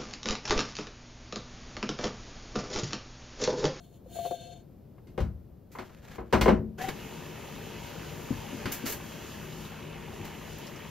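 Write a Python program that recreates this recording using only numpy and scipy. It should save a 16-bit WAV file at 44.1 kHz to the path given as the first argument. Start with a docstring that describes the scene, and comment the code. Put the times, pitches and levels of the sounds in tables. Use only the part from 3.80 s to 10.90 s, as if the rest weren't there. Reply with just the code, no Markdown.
"""A plastic bottle gulps: bubbles ring as decaying tones, and air drawn through its spout hisses and whistles.
It knocks on a top-loading washing machine whose lid clatters shut: ringing modes and noise bands under each blow.
The inlet valve opens and the pipe hoots; coloured noise and small pings spray into the humming tub.
The bottle is put aside with dull bumps, rasps and clicks.
All is heard from a phone close by in a small, hard-walled laundry room, over a low rumble."""
import sys
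import numpy as np
from scipy import signal
from scipy.fft import rfft, irfft, next_fast_len
from scipy.io import wavfile
from scipy.ndimage import uniform_filter1d

SR = 44100
rng = np.random.default_rng(int(sys.argv[2]) if len(sys.argv) > 2 else 0)


def master_out(mix):
    """Clip the mix to full scale and print it as 16-bit PCM to the path in sys.argv[1]."""
    frames = np.transpose(np.atleast_2d(mix))
    ceiling = np.clip(frames, -1, 1)
    pcm = np.round(ceiling * 32767).astype(np.int16)
    wavfile.write(sys.argv[1], SR, pcm)


N = 313110
T = np.arange(N) / SR  # the time line in seconds

# Spectrum of the room's background. Each row: frequency in Hz, relative density in dB per Hz.
ROOM = [(25, -19), (55, -5.5), (125, -5.5), (200, -8), (270, -14), (370, -15.5), (520, -20), (900, -32.5),
        (2000, -44.5), (5000, -50), (9000, -59), (13600, -44.5), (15500, -51)]
ROOM_DB = -51

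# The microphone pair. Each row: frequency in Hz, left minus right in dB, diffuse side share in dB.
PORTS = [(59, 2.5, -16), (202, 4.5, -12), (382, 4.5, -7), (730, 3, 0.5), (1420, 1.5, -13.5),
         (2220, -1, -23), (4750, 0.5, -7.5), (10100, -0.5, 9.5), (14900, 0, -31.5)]
TOP_HZ = 15600  # top of the heard range

# The inlet valve opens, spurts while the standing pressure escapes, then runs steadily.
VALVE_S, VALVE_RISE_S = 2.972, 0.015
SPURT_S, SPURT_DB = 0.16, 2.5
# Strength of the steady jet. Each row: time in seconds, level in dB.
FLOW = [(3.2, -44.5), (4.7, -42.5), (5.9, -44.5), (7.1, -44.5)]
# Trim of the spray's treble. Each row: time in seconds, gain in dB.
SPRAY_TREBLE = [(3.0, -1), (5.8, .5), (6.1, -5.5), (6.8, 0.5), (7.1, -3.5)]
# Spectrum of the jet's splash. Each row: frequency in Hz, relative density in dB per Hz.
SPRAY = [(260, -27), (450, 1.5), (640, -5), (960, -5), (1300, -9.5), (2000, -7), (3050, -4.5),
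         (3600, -11.5), (4500, -12.5), (5800, -15), (6900, -11), (8100, -28), (10500, -21.5),
         (13800, -15.5), (15500, -22.5)]
SPRAY_FLICKER_DB, SPRAY_FLICKER_PER_S = 1.1, 18
# Low body of the water in the tub. Each row: frequency in Hz, relative density in dB per Hz.
TUB = [(18, -47), (30, -34), (59, -6.5), (118, -1), (151, -1), (283, -6.5), (433, -6.5), (536, -32),
       (600, -29), (780, -83), (1320, -120)]
# Tub resonances the water drums on. Each row: frequency in Hz, width in Hz, relative level in dB.
DRUM = [(53.3, 1.7, 3.5), (158.4, 2.4, 2.5), (215.8, 12, 0.5), (257, 51, -10), (358, 15.5, -1),
        (432.5, 17, -6), (580.5, 7, -3), (940, 6.7, -6), (1152, 11, -15), (1560, 34, -26),
        (1702, 24, -12.5), (2640, 48, -12.5)]
# Pitch range of the small drops, and their level beside the other water layers.
PATTER_LOW_HZ, PATTER_HIGH_HZ, PATTER_DB = 750, 4000, -10
# Single drops ticking on the tub. 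Each row: start in seconds, level in dB, pitch in Hz.
DRIPS = [(5.850, -47, 3780), (6.220, -66, 4600), (6.338, -58, 5200), (6.868, -47, 5130),
         (6.960, -52.5, 5600)]

# The machine hums while the valve is open; its lower tone swells once.
HUM_HZ, HUM_DB = 156.2, -53
UPPER_HUM_HZ, UPPER_HUM_DB = 213, -58
HUM_SWELL_S, HUM_SWELL_LENGTH_S, HUM_SWELL_DB = 5.5, 0.85, 5

# The inlet pipe gives one throbbing hoot as it fills; the pitch given is that at the peak.
HOOT_HZ, HOOT_DB = 750, -29.5
HOOT_PEAK_S, HOOT_LENGTH_S = 3.05, .18
HOOT_RISE_HZ_PER_S = 250
THROB_HZ, THROB_DB = 28.3, 11  # rate and depth
HOOT_UPPER_HZ, HOOT_UPPER_S = 1960, 0.073  # final pitch and length of the upper whistle
HOOT_BEND_HZ, HOOT_BEND_S = 814, 0.028  # how far below it starts, and the time constant of the bend
# Breathy upper resonances of the pipe. Each row: frequency in Hz, width in Hz, relative level in dB.
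PIPE = [(1520, 80, -2), (1947, 70, 5), (3060, 90, -4)]

# Short rasps of spitting water and scraping plastic. Each row: start in seconds, level in dB,
# rise time constant in seconds, t60 in seconds, treble tilt in dB.
RASPS = [(1.915, -53.5, 0.0044, 0.32, 19), (2.988, -33, 0.023, 0.14, -14), (3.014, -35, 0.0023, 0.2, 7),
         (3.084, -26.5, 0.0027, 0.083, -2), (4.856, -32, 0.0014, 0.32, -9), (4.917, -28, 0.0046, 0.18, 26),
         (5.053, -26.5, 0.011, 0.26, 18), (5.094, -30, 0.0055, 0.13, 30), (5.121, -30.5, 0.003, 0.12, 31),
         (5.796, -59, .003, .12, 1), (6.445, -40.5, .004, 0.18, 9), (6.783, -44, .001, 0.055, 44)]
# Spectrum of the grit. Each row: frequency in Hz, relative density in dB per Hz.
RASP = [(250, 10.5), (700, 3.5), (1100, 0.5), (1700, 3), (3000, -3), (5000, -9), (7000, -11), (9000, -25.5),
        (12500, -13.5), (15500, -18.5)]
# Sliding strokes of hand and lid as the lid unfolds. 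Each row: start in seconds, length in seconds,
# level in dB, skew (over 1 peaks late).
SLIDES = [(1.901, 0.3, -55, 1), (2.09, 0.33, -51.5, 1.9), (2.41, 0.17, -64, 1)]
# Sharp clicks of plastic edges. Each row: start in seconds, level in dB, treble tilt in dB, ring in dB.
CLICKS = [(3.087, -33.5, 0, -2.5), (4.856, -36.5, -6, -0.5), (4.922, -29, 31, -11), (5.064, -35, 18, -3),
          (5.0993, -36, 31, -9), (5.1228, -31, 31, -8.5)]
# What a plastic edge rings with. Each row: frequency in Hz, width in Hz, relative level in dB.
EDGE = [(1646, 70, 2.5), (2230, 75, 1), (2906, 100, -1), (4500, 130, -7)]

# The full bottle bumping on its shelf. Each row: start in seconds, level in dB, shelf boom in dB.
BUMPS = [(4.506, -21, -0.5), (4.566, -42, 12), (4.728, -29, -22), (4.743, -30.5, -20), (4.871, -29, -16),
         (5.039, -25, -19), (5.057, -36, -11)]
# What a bump rings with. Each row: frequency in Hz, relative level in dB, t60 in seconds.
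BOTTLE_BODY = [(53.4, -18.5, 0.65), (98, -10.5, 0.35), (133.6, 0, 0.1), (238.7, 4, 0.073),
               (264.3, 0.5, 0.093), (311, -11, 0.13), (478, -9.5, 0.062)]

# The lid drops into its seat and the hollow cabinet booms.
# Each row: frequency in Hz, level in dB, t60 in seconds.
BOOM = [(203.6, -9.5, 0.117), (216.9, -22, 0.51), (258, -32.5, 0.32), (386, -35.5, 0.39)]
BOOM_S, BOOM_RISE_S = 2.722, 0.0091
# The hollow bottle rings as it knocks on the cabinet.
# Each row: frequency in Hz, level in dB, t60 in seconds.
HOLLOW = [(128.5, -30, 0.31), (164.3, -34, .35), (515, -29, 0.15), (587, -32, .13), (773, -35, .1)]
HOLLOW_S, HOLLOW_RISE_CYCLES = 1.379, 1.5

# Blows on the plastic cabinet and lid. Each row: start in seconds, level in dB, bass tilt in dB,
# treble tilt in dB, ring length factor, deep thump in dB.
KNOCKS = [(1.181, -52, -12, -15, 0.3, 0), (1.271, -67, 22, 22, 1, -7), (1.378, -35, 3, -1, 0.76, 0),
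          (1.403, -46, 8.5, 12, 0.69, 21.5), (1.951, -32.5, -35, -31, 0.69, 0),
          (1.986, -36, -6.5, 2.5, 0.65, -1), (2.093, -50.5, -15, -10, 0.38, -1),
          (2.382, -33, -9, -25, 0.77, 10.5), (2.526, -22.5, -15, 3.5, 0.68, 8),
          (2.532, -18.5, -4, -9.5, 0.68, 5), (2.611, -26, -11.5, 15.5, 0.69, 22),
          (2.658, -17, -3.5, -27, 1, -3.5), (2.680, -16, 0.5, -16, 0.67, -9),
          (2.690, -25.5, -5, -11, 0.42, -2), (4.854, -33, -3.5, -6, 0.3, -4),
          (6.4, -47, 21.5, -15, 0.18, 0)]
# The shut lid is damped by its frame: when, largest share of ring time lost, and around which pitch.
LID_SHUT_S, SHUT_DAMPING, LID_HZ = 2.64, .25, 1100
# Modes of the struck cabinet. Each row: frequency in Hz, relative level in dB,
# t60 in seconds at ring length factor 1 and without lid damping.
CABINET = [(56.7, -10, 0.3), (73.2, -14, 0.5), (106.8, -2, 0.98), (161.3, -3, 0.78), (201.9, 3, 0.56),
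           (221.8, 4, 0.69), (257.3, 4.5, 0.3), (333, 2, 0.47), (370, 9, 0.4), (460, 12.5, 0.086),
           (462, 1.5, 0.46), (541, 2.5, 0.25), (632.7, -2.5, 0.45), (650, -8, 0.18), (747, -1, 0.18),
           (870, -14, 0.13), (904, -1.5, .22), (982, 3.5, 0.17), (1036, 1.5, 0.24), (1169, 1.5, 0.12),
           (1287, -7, 0.3), (1460, -1, 0.14), (1590, -3, 0.16), (1850, -6.5, .2), (2120, 1, 0.14),
           (2150, -7, 0.045), (2496, -7.5, 0.22), (2830, -9, 0.26), (3880, -22, 0.37), (4620, -16, 0.17)]
# The dense ring of panels and room. Each row: frequency in Hz, relative density in dB per Hz,
# t60 in seconds at ring length factor 1 and without lid damping.
PANELS = [(35, -12, 0.38), (59, 8, 0.67), (123, -10.5, 1), (297, -2.5, 0.52), (590, -5.5, 0.35),
          (1060, -9, 0.39), (1960, -13.5, 0.32), (3720, -19.5, 0.22), (6600, -33, 0.35),
          (9200, -45.5, 0.19), (14200, -38.5, 0.31)]

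# Bubbles gulping into the bottle. Each row: start in seconds, level in dB, starting pitch in Hz,
# seconds until the bubble breaks away, slap in dB.
GULPS = [(0.26, -47, 517, 0.011, -5), (.356, -35, 682, 0.032, -4), (.387, -29, 689.6, 0.067, -7),
         (.451, -27, 699, 0.04, -3.5), (0.509, -26.5, 704, 0.034, -5)]
# The wet slap of a bubble in the liquid. Each row: frequency in Hz, width in Hz, relative level in dB.
SLAP = [(380, 36, 17), (507, 45, 18), (945, 140, -14), (1470, 70, -9)]
SLAP_T60_S, GULP_WOBBLE_DB = 0.085, 1.6

# Air drawn through the spout as the bottle springs back. Each row: time in seconds, level in dB
# before the surges.
DRAW = [(0, -62), (.11, -71), (.16, -66), (.23, -85), (.29, -67), (.35, -53), (.47, -50), (.57, -52.5),
        (.66, -48.5), (.76, -54), (.81, -62), (.86, -85)]
DRAW_SURGE_DB, DRAW_SURGE_T60_S = 3, 0.53  # each bubble lets a little more air through
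# Narrow whistles of the spout. Each row: frequency in Hz once clear, relative level in dB.
SPOUT = [(511, 5), (692, 12), (1580, -5), (2240, -10), (2670, -7), (2975, -5), (3180, -1), (3580, 2),
         (3800, -8), (4300, 3), (6350, -6), (6800, -10), (7000, -5), (8120, -9), (10060, -13), (11290, -8)]
# Spectrum of the spout's hiss. Each row: frequency in Hz, relative density in dB per Hz.
SPOUT_HISS = [(300, -35), (2000, -4), (3000, 4), (4200, 4), (4700, -4), (6000, -3.5), (7000, 6), (7600, -9),
              (8200, -7), (11000, -3), (15500, 0.5)]
SPOUT_CLEAR_S, SPOUT_CLEARING_S = 0.47, 0.078  # when and how quickly the last liquid leaves the spout
SPOUT_WET_FLAT = .012  # share by which liquid in the spout lowers its whistles
WHISTLE_DB, CLEAR_HISS_DB = -0.5, -7  # whistle trim, and change of the hiss once clear
SPOUT_DRY_S, SPOUT_DULL_DB_PER_S = 0.49, 61  # the finest hiss dies away as the spout dries


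def undb(db):
    """Decibels to gain."""
    return 10 ** (np.asarray(db) / 20)


def unit(x):
    """Scale to rms 1."""
    return x / np.sqrt(np.mean(x ** 2))


def widen(x, side):
    """Weigh x as mid at full level and side at the given share."""
    return x * np.array([[1], [side]])


def curve(rows):
    """A short time table, per sample."""
    return np.interp(T, *np.transpose(rows))


def across(rows, hz, axis=1):
    """One column of a frequency table, read on a log axis."""
    rows = np.array(rows)
    return np.interp(np.log(hz + 1), np.log(rows[:, 0]), rows[:, axis])


def shape(x, response):
    """Filter by a gain that is a function of frequency."""
    count = x.shape[-1]
    size = next_fast_len(count + 4096)
    hz = np.arange(size // 2 + 1) * SR / size
    return irfft(rfft(x, size) * response(hz), size)[..., :count]


def colour(x, rows):
    """Give x a spectrum, at rms 1."""
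    return unit(shape(x, lambda hz: undb(across(rows, hz))))


def resonate(x, rows):
    """Pass x through parallel resonances, at rms 1."""
    def response(hz):
        return sum(undb(db) / (1 + 1j * (hz ** 2 - f ** 2) / (hz * width + 1e-9)) for f, width, db in rows)
    return unit(shape(x, response))


def treble(hz):
    """Share of a frequency that counts as treble."""
    return hz ** 2 / (hz ** 2 + 2800 ** 2)


def bass(hz):
    """Share of a frequency that counts as bass."""
    return 1 / (1 + (hz / 400) ** 3)


def steep_highpass(hz, corner_hz):
    """Gain that passes only what lies above the corner."""
    return hz ** 8 / (hz ** 8 + float(corner_hz) ** 8)


def noise(size=N):
    """Unrelated noise for mid and side."""
    return rng.standard_normal((2, size))


def grains(spread_db, size=N):
    """Dense tiny impacts of very unequal size."""
    sizes = np.minimum(rng.exponential(size=size), 8)
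    return unit(noise(size) * undb(spread_db * sizes))


def walk(rate):
    """Smooth random wander at rms 1, with about rate new targets a second."""
    k = int(SR / rate)
    steps = np.repeat(rng.standard_normal(N // k + 1), k)
    return unit(uniform_filter1d(uniform_filter1d(steps, k), k)[:N])


def fade(t, t60):
    """Exponential ring-down."""
    return np.exp(-np.log(1000) * t / t60)


def arch(start, length, skew=1, point=1):
    """One swell from 0 to 1 and back; skew under 1 peaks early, point over 1 narrows the top."""
    progress = np.clip((T - start) / length, 0, 1)
    return np.abs(np.sin(np.pi * progress ** skew)) ** point


def add(out, start, x):
    """Mix x into out from a start time."""
    i = int(start * SR)
    out[:, i:i + x.shape[1]] += x[:, :N - i]


def walls(x, echo_db=-13, count=12):
    """Early reflections of the small room comb the sound, a little differently for mid and side."""
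    taps = np.zeros((2, 2000))
    taps[:, 0] = 1
    for row in taps:
        row[rng.integers(100, 2000, count)] = undb(echo_db) * rng.choice([-1, 1], count)
    return signal.fftconvolve(x, taps / np.linalg.norm(taps[0]), axes=1)[:, :N]


def flicker(x, depth_db, rate):
    """Let each octave of x wander in level on its own."""
    centres = np.log(250 * 2 ** np.arange(7))
    out = 0
    for row in np.eye(len(centres)):
        band = shape(x, lambda hz: np.interp(np.log(hz + 1), centres, row))
        out = out + band * undb(depth_db * walk(rate))
    return unit(out)


def room():
    """Low household rumble under a faint hiss."""
    swell_db = 1.0 * walk(5)
    return colour(noise(), ROOM) * undb(ROOM_DB + swell_db)


def hum(wander_db=1.5, drift_hz=0.77):
    """Two low, slightly unsteady tones from the running machine; the lower one swells once."""
    def tone(hz, db):
        phase = 2 * np.pi * np.cumsum(hz + drift_hz * walk(8)) / SR
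        return unit(np.sin(phase)) * undb(db + wander_db * walk(10))
    swell_db = HUM_SWELL_DB * arch(HUM_SWELL_S, HUM_SWELL_LENGTH_S, skew=0.42)
    return tone(HUM_HZ, HUM_DB + swell_db) + tone(UPPER_HUM_HZ, UPPER_HUM_DB)


def hoot(waver_hz=10, overtone_db=-14, upper_db=-15):
    """Air pushed ahead of the water throbs in the filling pipe, rising; an upper whistle bends up."""
    slide = np.clip(T - HOOT_PEAK_S, -HOOT_LENGTH_S, HOOT_LENGTH_S)
    pitch = HOOT_HZ + HOOT_RISE_HZ_PER_S * slide
    tone = np.sin(2 * np.pi * np.cumsum(pitch + waver_hz * walk(120)) / SR)
    tone = tone + undb(overtone_db) * resonate(noise(), PIPE)
    # the squared sine throbs at THROB_HZ
    throb_db = -THROB_DB * np.sin(np.pi * THROB_HZ * (T - HOOT_PEAK_S)) ** 2
    swell = arch(HOOT_PEAK_S - HOOT_LENGTH_S / 2, HOOT_LENGTH_S, point=2.4)
    bend = HOOT_UPPER_HZ - HOOT_BEND_HZ * np.exp(-np.maximum(T - VALVE_S, 0) / HOOT_BEND_S)
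    upper = np.sin(2 * np.pi * np.cumsum(bend + 9 * waver_hz * walk(500)) / SR)
    upper = upper * arch(VALVE_S, HOOT_UPPER_S)
    return (tone * swell * undb(throb_db) + undb(upper_db) * upper) * undb(HOOT_DB + 2 * walk(130))


def patter(count=2400, spread_db=3.0, cycles=22):
    """Small drops in the tub, each a brief ping at its own pitch."""
    out, t = np.zeros((2, N)), T[:1500]
    for when, pitch, size, place in rng.random((count, 4)):
        hz = PATTER_LOW_HZ * (PATTER_HIGH_HZ / PATTER_LOW_HZ) ** pitch
        gain = undb(spread_db * min(-np.log(1 - size), 3))  # a few drops are much bigger
        ping = np.sin(2 * np.pi * hz * t) * fade(t, cycles / hz) * gain
        add(out, when * T[-1], widen(ping, 2 * place - 1))
    return unit(walls(out))


def filling(spray_db=-5.0, tub_db=-4, drum_db=-6):
    """Water sprays, patters and drums in the tub; the pipe hoots once and the machine hums."""
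    spray = walls(colour(grains(spread_db=2.0), SPRAY))
    spray = flicker(spray, SPRAY_FLICKER_DB, SPRAY_FLICKER_PER_S)
    # the finest splashes come and go as the jet shifts
    fine = shape(spray, lambda hz: steep_highpass(hz, 3400))
    spray = spray + (undb(curve(SPRAY_TREBLE)) - 1) * fine
    tub = colour(noise(), TUB) * undb(1.0 * walk(9))
    drumming = resonate(noise(), DRUM)
    water = undb(spray_db) * spray + undb(PATTER_DB) * patter()
    water = water + undb(tub_db) * tub + undb(drum_db) * drumming
    opening = np.clip((T - VALVE_S) / VALVE_RISE_S, 0, 1) ** 2
    jet = undb(curve(FLOW) + SPURT_DB * arch(VALVE_S, SPURT_S))
    return opening * (water * jet + widen(hum() + hoot(), .2))


def drips(t60=0.091, width_hz=500):
    """Larger drops tick on the tub as short bursts of resonant noise."""
    out, t = np.zeros((2, N)), T[:6000]
    for start, db, hz in DRIPS:
        tick = resonate(noise(len(t)), [(hz, width_hz, 0)])
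        add(out, start, undb(db) * fade(t, t60) * tick)
    return out


def gritty(hz, treble_db):
    """Gain of scraped plastic or spitting water, tilted in the treble."""
    return undb(across(RASP, hz) + treble_db * treble(hz / 2))


def rasps():
    """Short gritty bursts, and the soft slide of the unfolding lid."""
    t = T[:13000]
    strokes = sum(undb(db) * arch(start, length, skew, point=0.93) for start, length, db, skew in SLIDES)
    catches = grains(spread_db=3.5) * undb(3.0 * walk(90))
    out = colour(catches, RASP) * strokes
    for start, db, rise, t60, treble_db in RASPS:
        grit = unit(shape(grains(spread_db=2.5, size=len(t)), lambda hz: gritty(hz, treble_db)))
        add(out, start, undb(db) * grit * (1 - np.exp(-t / rise)) * fade(t, t60))
    return walls(out, echo_db=-21.0)


def clicks(snap_t60=0.012, ring_t60=0.11):
    """Plastic edges catch and let go: a sharp snap and a brief ring."""
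    out, t = np.zeros((2, N)), T[:6000]
    for start, db, treble_db, ring_db in CLICKS:
        snap = unit(shape(noise(len(t)), lambda hz: gritty(hz, treble_db))) * fade(t, snap_t60)
        ring = resonate(noise(len(t)), EDGE) * fade(t, ring_t60)
        add(out, start, undb(db) * (snap + undb(ring_db) * ring))
    return out


def bumps(contact_s=0.0041):
    """Dull, short thuds of a liquid-filled bottle, each with its own share of shelf boom."""
    out, t = np.zeros((2, N)), T[:13000]
    for start, db, boom_db in BUMPS:
        ring = 0
        for f, mode_db, t60 in BOTTLE_BODY:
            gain = undb(mode_db + boom_db * bass(3 * f))
            ring = ring + gain * fade(t, t60) * np.sin(2 * np.pi * f * t)
        add(out, start, widen(undb(db) * (1 - np.exp(-t / contact_s)) * ring, .4))
    return out


def boom():
    """A round, short boom as the lid seats, with a faint ring after it."""
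    out, t = np.zeros((2, N)), T[:24000]
    ring = sum(undb(db) * fade(t, t60) * np.sin(2 * np.pi * hz * t) for hz, db, t60 in BOOM)
    add(out, BOOM_S, widen(ring * np.minimum(t / BOOM_RISE_S, 1), .3))
    return out


def hollow():
    """The knocked bottle answers with a short, hollow ring; its low modes build up last."""
    out, t = np.zeros((2, N)), T[:20000]
    ring = 0
    for hz, db, t60 in HOLLOW:
        swell = 1 - np.exp(-t * hz / HOLLOW_RISE_CYCLES)
        ring = ring + undb(db) * swell * fade(t, t60) * np.sin(2 * np.pi * hz * t)
    add(out, HOLLOW_S, widen(ring, .3))
    return out


def damping(start, hz):
    """Ring-time factor: once the lid lies in its frame, its midrange dies sooner."""
    return 1 - (start > LID_SHUT_S) * SHUT_DAMPING * np.exp(-np.log2(hz / LID_HZ) ** 2)


def half_octave(x, centre_hz):
    """One band of x around a centre, at rms 1."""
    return unit(shape(x, lambda hz: 1 / np.sqrt(1 + (4 * np.log2((hz + 1) / centre_hz)) ** 8)))


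def knocks(modes_db=-10, panels_db=-4, crack_db=-3, bloom_cycles=0.58, bloom_s=0.0022, crack_t60=0.018):
    """Each blow cracks, then rings the cabinet's modes and its dense panel ring; the lows build up late."""
    out, t = np.zeros((2, N)), T[:24000]
    centres = 40 * 2 ** (np.arange(18) / 2)
    white = noise()
    bands = [half_octave(white, f) for f in centres]
    # a band's power is its density times its width
    weights = undb(across(PANELS, centres)) * np.sqrt(centres)
    weights = weights / np.linalg.norm(weights)
    for start, db, bass_db, treble_db, length, thump_db in KNOCKS:
        i, ring = int(start * SR), np.zeros((2, len(t)))

        def tilt(f):
            """Soft, heavy contacts favour the lows, hard edges the treble."""
            return undb(bass_db * bass(f) + treble_db * treble(f) + thump_db * bass(2.24 * f))

        for f, band, weight in zip(centres, bands, weights):
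            swell = 1 - np.exp(-t / (bloom_s + bloom_cycles / f))
            t60 = length * damping(start, f) * across(PANELS, f, axis=2)
            panel = undb(panels_db) * swell * fade(t, t60)
            crack = undb(crack_db) * treble(f) * fade(t, crack_t60)
            ring += weight * tilt(f) * (panel + crack) * band[:, i:i + len(t)]
        for f, mode_db, t60 in CABINET:
            # at every blow each mode is slightly detuned and starts at a random phase
            detuned = f * (1 + 0.0038 * rng.standard_normal())
            phase = 2 * np.pi * (detuned * t + rng.random((2, 1)))
            swell = 1 - np.exp(-t * f / bloom_cycles)
            envelope = swell * fade(t, length * damping(start, f) * t60)
            ring += undb(modes_db + mode_db) * tilt(f) * envelope * widen(np.sin(phase), .7)
        add(out, start, undb(db) * ring)
    return out


def whistles(ring_db=-3, hiss_db=-3, wet_db=-4, sputter_db=1.5):
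    """The bottle springs back and draws air: the wet spout sputters and hisses, the clear one whistles more."""
    surge_db = 0
    for start, *_ in GULPS:
        surge_db = surge_db + DRAW_SURGE_DB * (T > start) * fade(np.abs(T - start), DRAW_SURGE_T60_S)
    draw = undb(curve(DRAW) + surge_db) * (T < DRAW[-1][0])
    cleared = .5 + .5 * np.tanh((T - SPOUT_CLEAR_S) / SPOUT_CLEARING_S)
    lines = 0
    for hz, db in SPOUT:
        # each whistle wavers in pitch and strength on its own
        flutter_db = 3.2 * walk(140) + 2.5 * walk(22)
        waver_hz = (12 + hz / 200) * walk(260)
        pitch = hz * (1 - SPOUT_WET_FLAT * (1 - cleared)) + waver_hz
        lines = lines + undb(db + flutter_db) * np.sin(2 * np.pi * np.cumsum(pitch) / SR)
    whistle = widen(undb(WHISTLE_DB + wet_db * (1.5 - cleared)) * unit(lines), .7)

    def peaks(f):
        """Turbulence rings the same narrow resonances, which widen with frequency."""
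        return sum(undb(db) * np.exp(-((f - hz) / (30 + hz / 90)) ** 2) for hz, db in SPOUT)

    ringing = undb(ring_db + CLEAR_HISS_DB * cleared) * unit(shape(noise(), peaks))
    hiss = flicker(colour(grains(spread_db=3.0), SPOUT_HISS), 1.8, 51)
    hiss = walls(hiss, echo_db=-4) * undb(hiss_db + CLEAR_HISS_DB * cleared)
    air = (whistle + ringing + hiss) * draw * undb(sputter_db * walk(71.3))
    dull_db = -SPOUT_DULL_DB_PER_S * np.maximum(T - SPOUT_DRY_S, 0)
    finest = shape(air, lambda hz: steep_highpass(hz, 9000))
    return air + (undb(dull_db) - 1) * finest


def gulps(gulp_t60=0.3, sag=0.011, plop_db=-8, soft_hz=1500):
    """Each bubble slaps the liquid softly, then rings in the bottle until it breaks away."""
    out, t = np.zeros((2, N)), T[:13000]
    for start, db, hz, life, slap_db in GULPS:
        pitch = hz * (1 - sag * (1 - fade(t, 0.088)))  # sags as it rings
        phase = 2 * np.pi * np.cumsum(pitch) / SR
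        tone = np.sin(phase) * fade(t, gulp_t60) * undb(GULP_WOBBLE_DB * walk(170)[:len(t)])
        plop = undb(plop_db) * np.sin(0.9 * phase) * fade(t, 0.067)
        push = shape(noise(len(t)), lambda f: 1 / (1 + (f / soft_hz) ** 4))
        slap = undb(slap_db) * resonate(push, SLAP) * fade(t, SLAP_T60_S)
        held = (1 - np.exp(-t / .002)) * fade(np.maximum(t - life, 0), .045)
        add(out, start, undb(db) * held * (widen(tone + plop, .3) + slap))
    return out


def bottle():
    """Whistling air and gulping bubbles."""
    return whistles() + gulps()


def scene():
    """All sources as mid and side, spread over the two microphone ports."""
    machine = filling() + drips() + boom() + knocks()
    handling = rasps() + clicks() + bumps() + hollow()
    mid, side = room() + machine + handling + bottle()
    side = shape(side, lambda hz: undb(across(PORTS, hz, axis=2)))
    left = shape(mid + side, lambda hz: undb(across(PORTS, hz) / 2))
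    right = shape(mid - side, lambda hz: undb(-across(PORTS, hz) / 2))
    return np.array([left, right])


def record(dry):
    """The phone rounds the loudest peaks and cuts the top."""
    rounded = np.tanh(1.46 * dry) / 1.51
    # order 10, 0.2 dB ripple, 80 dB rejection
    lowpass = signal.ellip(10, .2, 80, TOP_HZ, fs=SR, output="sos")
    return signal.sosfilt(lowpass, rounded)


dry = scene()
out = record(dry)
master_out(out)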